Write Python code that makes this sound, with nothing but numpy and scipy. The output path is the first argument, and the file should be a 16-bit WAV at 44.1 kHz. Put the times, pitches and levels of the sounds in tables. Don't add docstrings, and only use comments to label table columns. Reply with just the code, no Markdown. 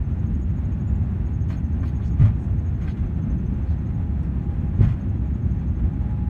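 import sys
import numpy as np
from scipy import signal
from scipy.fft import rfft, irfft
from scipy.io import wavfile
from scipy.ndimage import uniform_filter1d

SR = 44100
rng = np.random.default_rng(int(sys.argv[2]) if len(sys.argv) > 2 else 0)


def transcribe(u):
    v = np.clip(np.atleast_2d(u).T, -1, 1)
    q = np.round(v * 32767).astype(np.int16)
    wavfile.write(sys.argv[1], SR, q)


N = 277389
TIME = np.arange(N) / SR

# (frequency [Hz], relative level [dB])
RUMBLE_EQ = [(16, -28), (30, -21.5), (45, -8.5), (62, 0.5), (75, 2), (90, -0.5), (120, -6.5), (160, -8.5),
             (225, -11.5), (290, -21.5), (360, -25), (450, -38.5), (700, -83)]
# (time [s], length [s], lift [dB])
JOLTS = [(0.34, .1, 2), (1.017, 0.22, 1.5), (1.814, 0.023, 6), (2.13, .05, 4.5), (2.548, 0.085, 2.5),
         (3.377, 0.28, 1.5), (4.623, 0.046, 4), (5.47, 0.066, 3.5), (5.846, 0.046, 4.5)]
# (frequency [Hz], relative level [dB])
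AIR_EQ = [(250, -13.5), (480, 2.5), (720, -1), (1100, -10), (1650, -8), (2150, -17), (2700, -15.5),
          (3050, -25), (3750, -25.5), (4400, -33.5), (4900, -37.5), (6200, -36.5), (10500, -46),
          (12700, -47), (15200, -52.5)]
# (time [s], pitch [Hz], level [dB])
WHINE_PATH = [(0, 830, -66), (.4, 825.3, -61.5), (1.1, 835.3, -64), (1.8, 829, -59), (2.6, 832.7, -63.5),
              (3.7, 836, -62.5), (4.05, 825.6, -53.5), (4.27, 826, -65), (4.5, 817.6, -54.5),
              (5.1, 826, -63.5), (5.98, 831, -57.5), (6.12, 835, -53), (6.29, 832, -51.5)]
# (pitch [Hz], level [dB])
MACHINE_TONES = [(101, -41), (1821, -73)]
# (time [s], relative level [dB], pitch [Hz])
SQUEAL_PATH = [(.06, -69, 6380), (.38, -65.5, 6700), (0.701, -64, 6530), (.9, -65.5, 6880),
               (1.17, -74, 6700), (1.42, -61.5, 6490), (1.72, -67, 6320), (2.0, -63, 6600),
               (2.401, -72.5, 6600), (2.7, -65.5, 6530), (2.92, -66, 6350), (3.45, -68, 6230),
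               (3.92, -66.5, 6480), (4.1, -75.5, 6960), (4.6, -78, 6720), (4.95, -64, 6380),
               (5.2, -72.5, 6650), (5.62, -65, 6380), (5.88, -71, 6450), (6.2, -81, 6760)]
# (frequency [Hz], relative level [dB])
PANEL_EQ = [(4500, -39), (5850, -17.5), (6060, 6), (6220, -10), (6380, -1), (6600, -3.5), (7000, -13),
            (9000, -39.5)]
# (time [s], length [s], relative level [dB], low edge [Hz], high edge [Hz])
RUSTLES = [(0.395, .0077, -70, 5550, 10040), (1.503, 0.047, -61, 4200, 4800),
           (1.835, .07, -57.5, 1800, 4600), (1.84, 0.061, -70.5, 6000, 15000), (2.01, .05, -60, 2200, 3970),
           (2.04, .05, -62, 4600, 7500), (2.376, .087, -70, 6300, 9000), (2.852, 0.085, -61, 3300, 4600),
           (3.653, .1, -67.5, 3660, 4900), (4.223, .014, -70, 5000, 10000)]
# (time [s], length [s], relative level [dB], tilt [dB/octave])
RATTLES = [(1.48, 0.052, -47, 2), (2.18, 0.094, -42, -0.3), (2.255, .035, -43.5, -2.5),
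           (2.799, 0.06, -50, .7), (2.873, 0.026, -47, 0), (2.967, .014, -49, -0.5),
           (4.795, .066, -41.5, -.3), (4.875, 0.035, -44, -0.1)]
# (frequency [Hz], relative level [dB])
TRIM_EQ = [(200, -15), (400, -1.5), (600, 5), (1000, -3), (1900, -2), (3200, -14), (5000, -25), (7000, -27),
           (10000, -39), (15000, -42.5)]
# (time [s], level [dB], pitch of the modes [ratio])
KNOCKS = [(1.502, -43.5, 1.01), (1.831, -40.5, 1.02), (1.998, -48.5, 1.05), (2.837, -53.5, 1.36),
          (2.876, -46, 1.45)]
# (frequency [Hz], relative level [dB], 60 dB decay time [s])
FITTING_MODES = [(1065, -0.5, 0.056), (1126, -4.5, .06), (1350, -6, 0.045), (1565, 0, .035),
                 (1744, 1, 0.035), (2090, -7.5, 0.025), (2280, -10, 0.048)]
# (time [s], strength [dB], contact time [s])
GEAR_BLOWS = [(2.196, -15.5, 0.0034), (2.2102, -10.5, .0038), (2.217, -12, .0038), (2.2367, -10.5, 0.0032),
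              (2.27, -19.5, 0.0065), (4.789, -16.5, .003), (4.8059, -8, 0.0037), (4.8468, -13.5, .0045),
              (4.868, -10.5, 0.0066), (4.9057, -18.5, 0.0077)]
# (frequency [Hz], relative level [dB], 60 dB decay time [s])
HULL_MODES = [(69, -24.5, .16), (85, -11, 0.27), (106.7, 2.5, 0.29), (130.4, 1, 0.16), (162.6, -9.5, 0.2),
              (215.7, -11.5, 0.23), (331, -14, 0.039)]


def amp(db):
    return 10 ** (np.asarray(db) / 20)


def unit(x):
    return x / np.sqrt(np.mean(x ** 2) + 1e-20)


def add(mix, start_s, sound):
    part = mix[max(round(start_s * SR), 0):][:len(sound)]
    part += sound[:len(part)]


def colour(x, eq, tilt_db=0):
    octave = np.log2(np.fft.rfftfreq(len(x), 1 / SR) + 1)
    hz, db = np.transpose(eq)
    gain = amp(np.interp(octave, np.log2(hz), db) + tilt_db * octave)
    return unit(irfft(rfft(x) * gain, len(x)))


def drift(rate_hz):
    hz = np.fft.rfftfreq(N, 1 / SR)
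    return unit(irfft(rfft(rng.standard_normal(N)) * np.exp(-(hz / rate_hz) ** 2), N))


def tone(hz):
    return unit(np.sin(2 * np.pi * np.cumsum(hz) / SR))


def crackle(samples, per_s):
    return rng.standard_normal(samples) * (rng.random(samples) < per_s / SR)


def grains(length_s, rise_share, tail_s):
    t = np.arange(int(length_s * SR) + SR // 6) / SR
    attack = np.minimum(t / (rise_share * length_s), 1)
    release = np.exp(-np.maximum(t - length_s * 0.83, 0) / tail_s)
    return crackle(len(t), per_s=5000), attack * release


def hull_rumble(level_db=-23):
    lift_db = sum(db * np.exp(-(2 * (TIME - at) / length) ** 2) for at, length, db in JOLTS)
    shake = colour(rng.standard_normal(N), RUMBLE_EQ)
    shake /= uniform_filter1d(shake ** 2, size=7000) ** .25
    return amp(level_db + lift_db) * unit(shake)


def air_rush(air_db=-48.5, creak_db=-89.5):
    air = colour(rng.standard_normal(N), AIR_EQ) * amp(0.95 * drift(20))
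    specks = crackle(N, per_s=700)
    creak = colour(specks, [(1500, -20), (3500, 0), (8000, -3), (15000, -20)]) * amp(2.5 * drift(4))
    return amp(air_db) * air + amp(creak_db) * creak


def engine_whine():
    times, pitches, levels = np.transpose(WHINE_PATH)
    hz, db = np.interp(TIME, times, pitches), np.interp(TIME, times, levels)
    out = amp(db + 1.3 * drift(12)) * tone(hz + 4 * drift(20))
    for hz, db in MACHINE_TONES:
        out += amp(db + 2.5 * drift(4)) * tone(hz + 2.5 * drift(9))
    return out


def panel_chirps(first_s=.0465, swings_per_s=13.262, slowing_per_s2=.2351, waver_hz=85, rasp_depth=.45):
    t, out = np.arange(-SR // 20, SR // 20) / SR, np.zeros(N)
    elapsed = TIME - first_s
    swing_count = np.floor(swings_per_s * elapsed - slowing_per_s2 * elapsed ** 2 / 2)
    times, levels, pitches = np.transpose(SQUEAL_PATH)
    for at in TIME[1:][np.diff(swing_count) > 0]:
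        db = np.interp(at, times, levels) + 2.5 * rng.standard_normal()
        hz = np.interp(at, times, pitches) + 50 * rng.standard_normal()
        waver, rasp = (unit(uniform_filter1d(rng.standard_normal(len(t)), size=n)) for n in (70, 110))
        width_s, sag_hz_per_s, overtone_db = rng.uniform([.009, 0, -23], [.017, 4500, -12])
        phase = 2 * np.pi * np.cumsum(hz - sag_hz_per_s * t + waver_hz * waver) / SR
        envelope = np.exp(-(t / width_s) ** 2) + .12 * np.exp(-((t - .018) / .018) ** 2)
        squeal = (1 + rasp_depth * rasp) * (np.sin(phase) + amp(overtone_db) * np.sin(2 * phase))
        add(out, at + t[0], amp(db) * envelope * squeal)
    ringing = colour(rng.standard_normal(N), PANEL_EQ) * amp(3 * drift(12))
    return amp(-1.5) * out + amp(-87) * ringing


def rustles():
    out = np.zeros(N)
    for at, length, db, low_hz, high_hz in RUSTLES:
        clicks, envelope = grains(length, rise_share=0.3, tail_s=0.012)
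        band = [(low_hz / 2, -30), (low_hz, 0), (high_hz, -6), (high_hz * 1.4, -30)]
        add(out, at, amp(db) * envelope * colour(clicks, band))
    return out


def trim_rattles():
    out = np.zeros(N)
    for at, length, db, tilt_db in RATTLES:
        clicks, envelope = grains(length, rise_share=0.29, tail_s=.031)
        add(out, at, amp(db) * envelope * colour(clicks, TRIM_EQ, tilt_db))
    return out


def fitting_knocks():
    t, out = np.arange(SR // 5) / SR, np.zeros(N)
    for at, db, pitch in KNOCKS:
        ring = sum(amp(mode_db - 60 * t / t60) * np.sin(2 * np.pi * (hz * pitch * t + rng.random()))
                   for hz, mode_db, t60 in FITTING_MODES)
        scuff = colour(rng.standard_normal(len(t)), TRIM_EQ) * np.exp(-t / .008)
        knock = (ring + .5 * scuff) * np.minimum(t / .003, 1)
        peak_rms = np.sqrt(uniform_filter1d(knock ** 2, size=400).max())
        add(out, at, amp(db) * knock / peak_rms)
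    return out


def gear_thuds():
    t, force = np.arange(SR // 2) / SR, np.zeros(N)
    ring = sum(amp(db - 60 * t / t60) * np.sin(2 * np.pi * hz * t) for hz, db, t60 in HULL_MODES)
    for at, db, contact_s in GEAR_BLOWS:
        push = np.sin(np.pi * np.minimum(t / contact_s, 1)) ** 2
        add(force, at, amp(db) * push / push.sum())
    thuds = signal.oaconvolve(force, ring)[:N]
    low_cut = signal.butter(1, 45, "high", fs=SR, output="sos")
    return signal.sosfilt(low_cut, thuds)


def cabin_reverb(x, t60_s=0.04, wet_to_dry_db=-5):
    t = np.arange(SR // 5) / SR
    reflections = crackle(len(t), per_s=2000) * (t > .002)
    tail = reflections * amp(-60 * t / t60_s)
    response = (t == 0) + amp(wet_to_dry_db) * tail / np.linalg.norm(tail)
    return signal.oaconvolve(x, response / np.linalg.norm(response))[:N]


def window_echo(x, delay_samples=41, strength=.22):
    return (x + strength * np.roll(x, delay_samples)) / np.hypot(1, strength)


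def scene():
    airborne = air_rush() + cabin_reverb(trim_rattles() + fitting_knocks() + rustles() + panel_chirps())
    through_hull = hull_rumble() + gear_thuds() + engine_whine()
    return (through_hull + window_echo(airborne))[None]


def record(dry, ceiling=.5, cutoff_hz=15300):
    soft_clipped = dry / (1 + (dry / ceiling) ** 8) ** (1 / 8)
    faded = soft_clipped * signal.windows.tukey(N, .001)
    high_cut = signal.firwin(511, cutoff_hz, window=("kaiser", 9), fs=SR)
    return signal.oaconvolve(faded, high_cut[None], "same")


dry = scene()
out = record(dry)
transcribe(out)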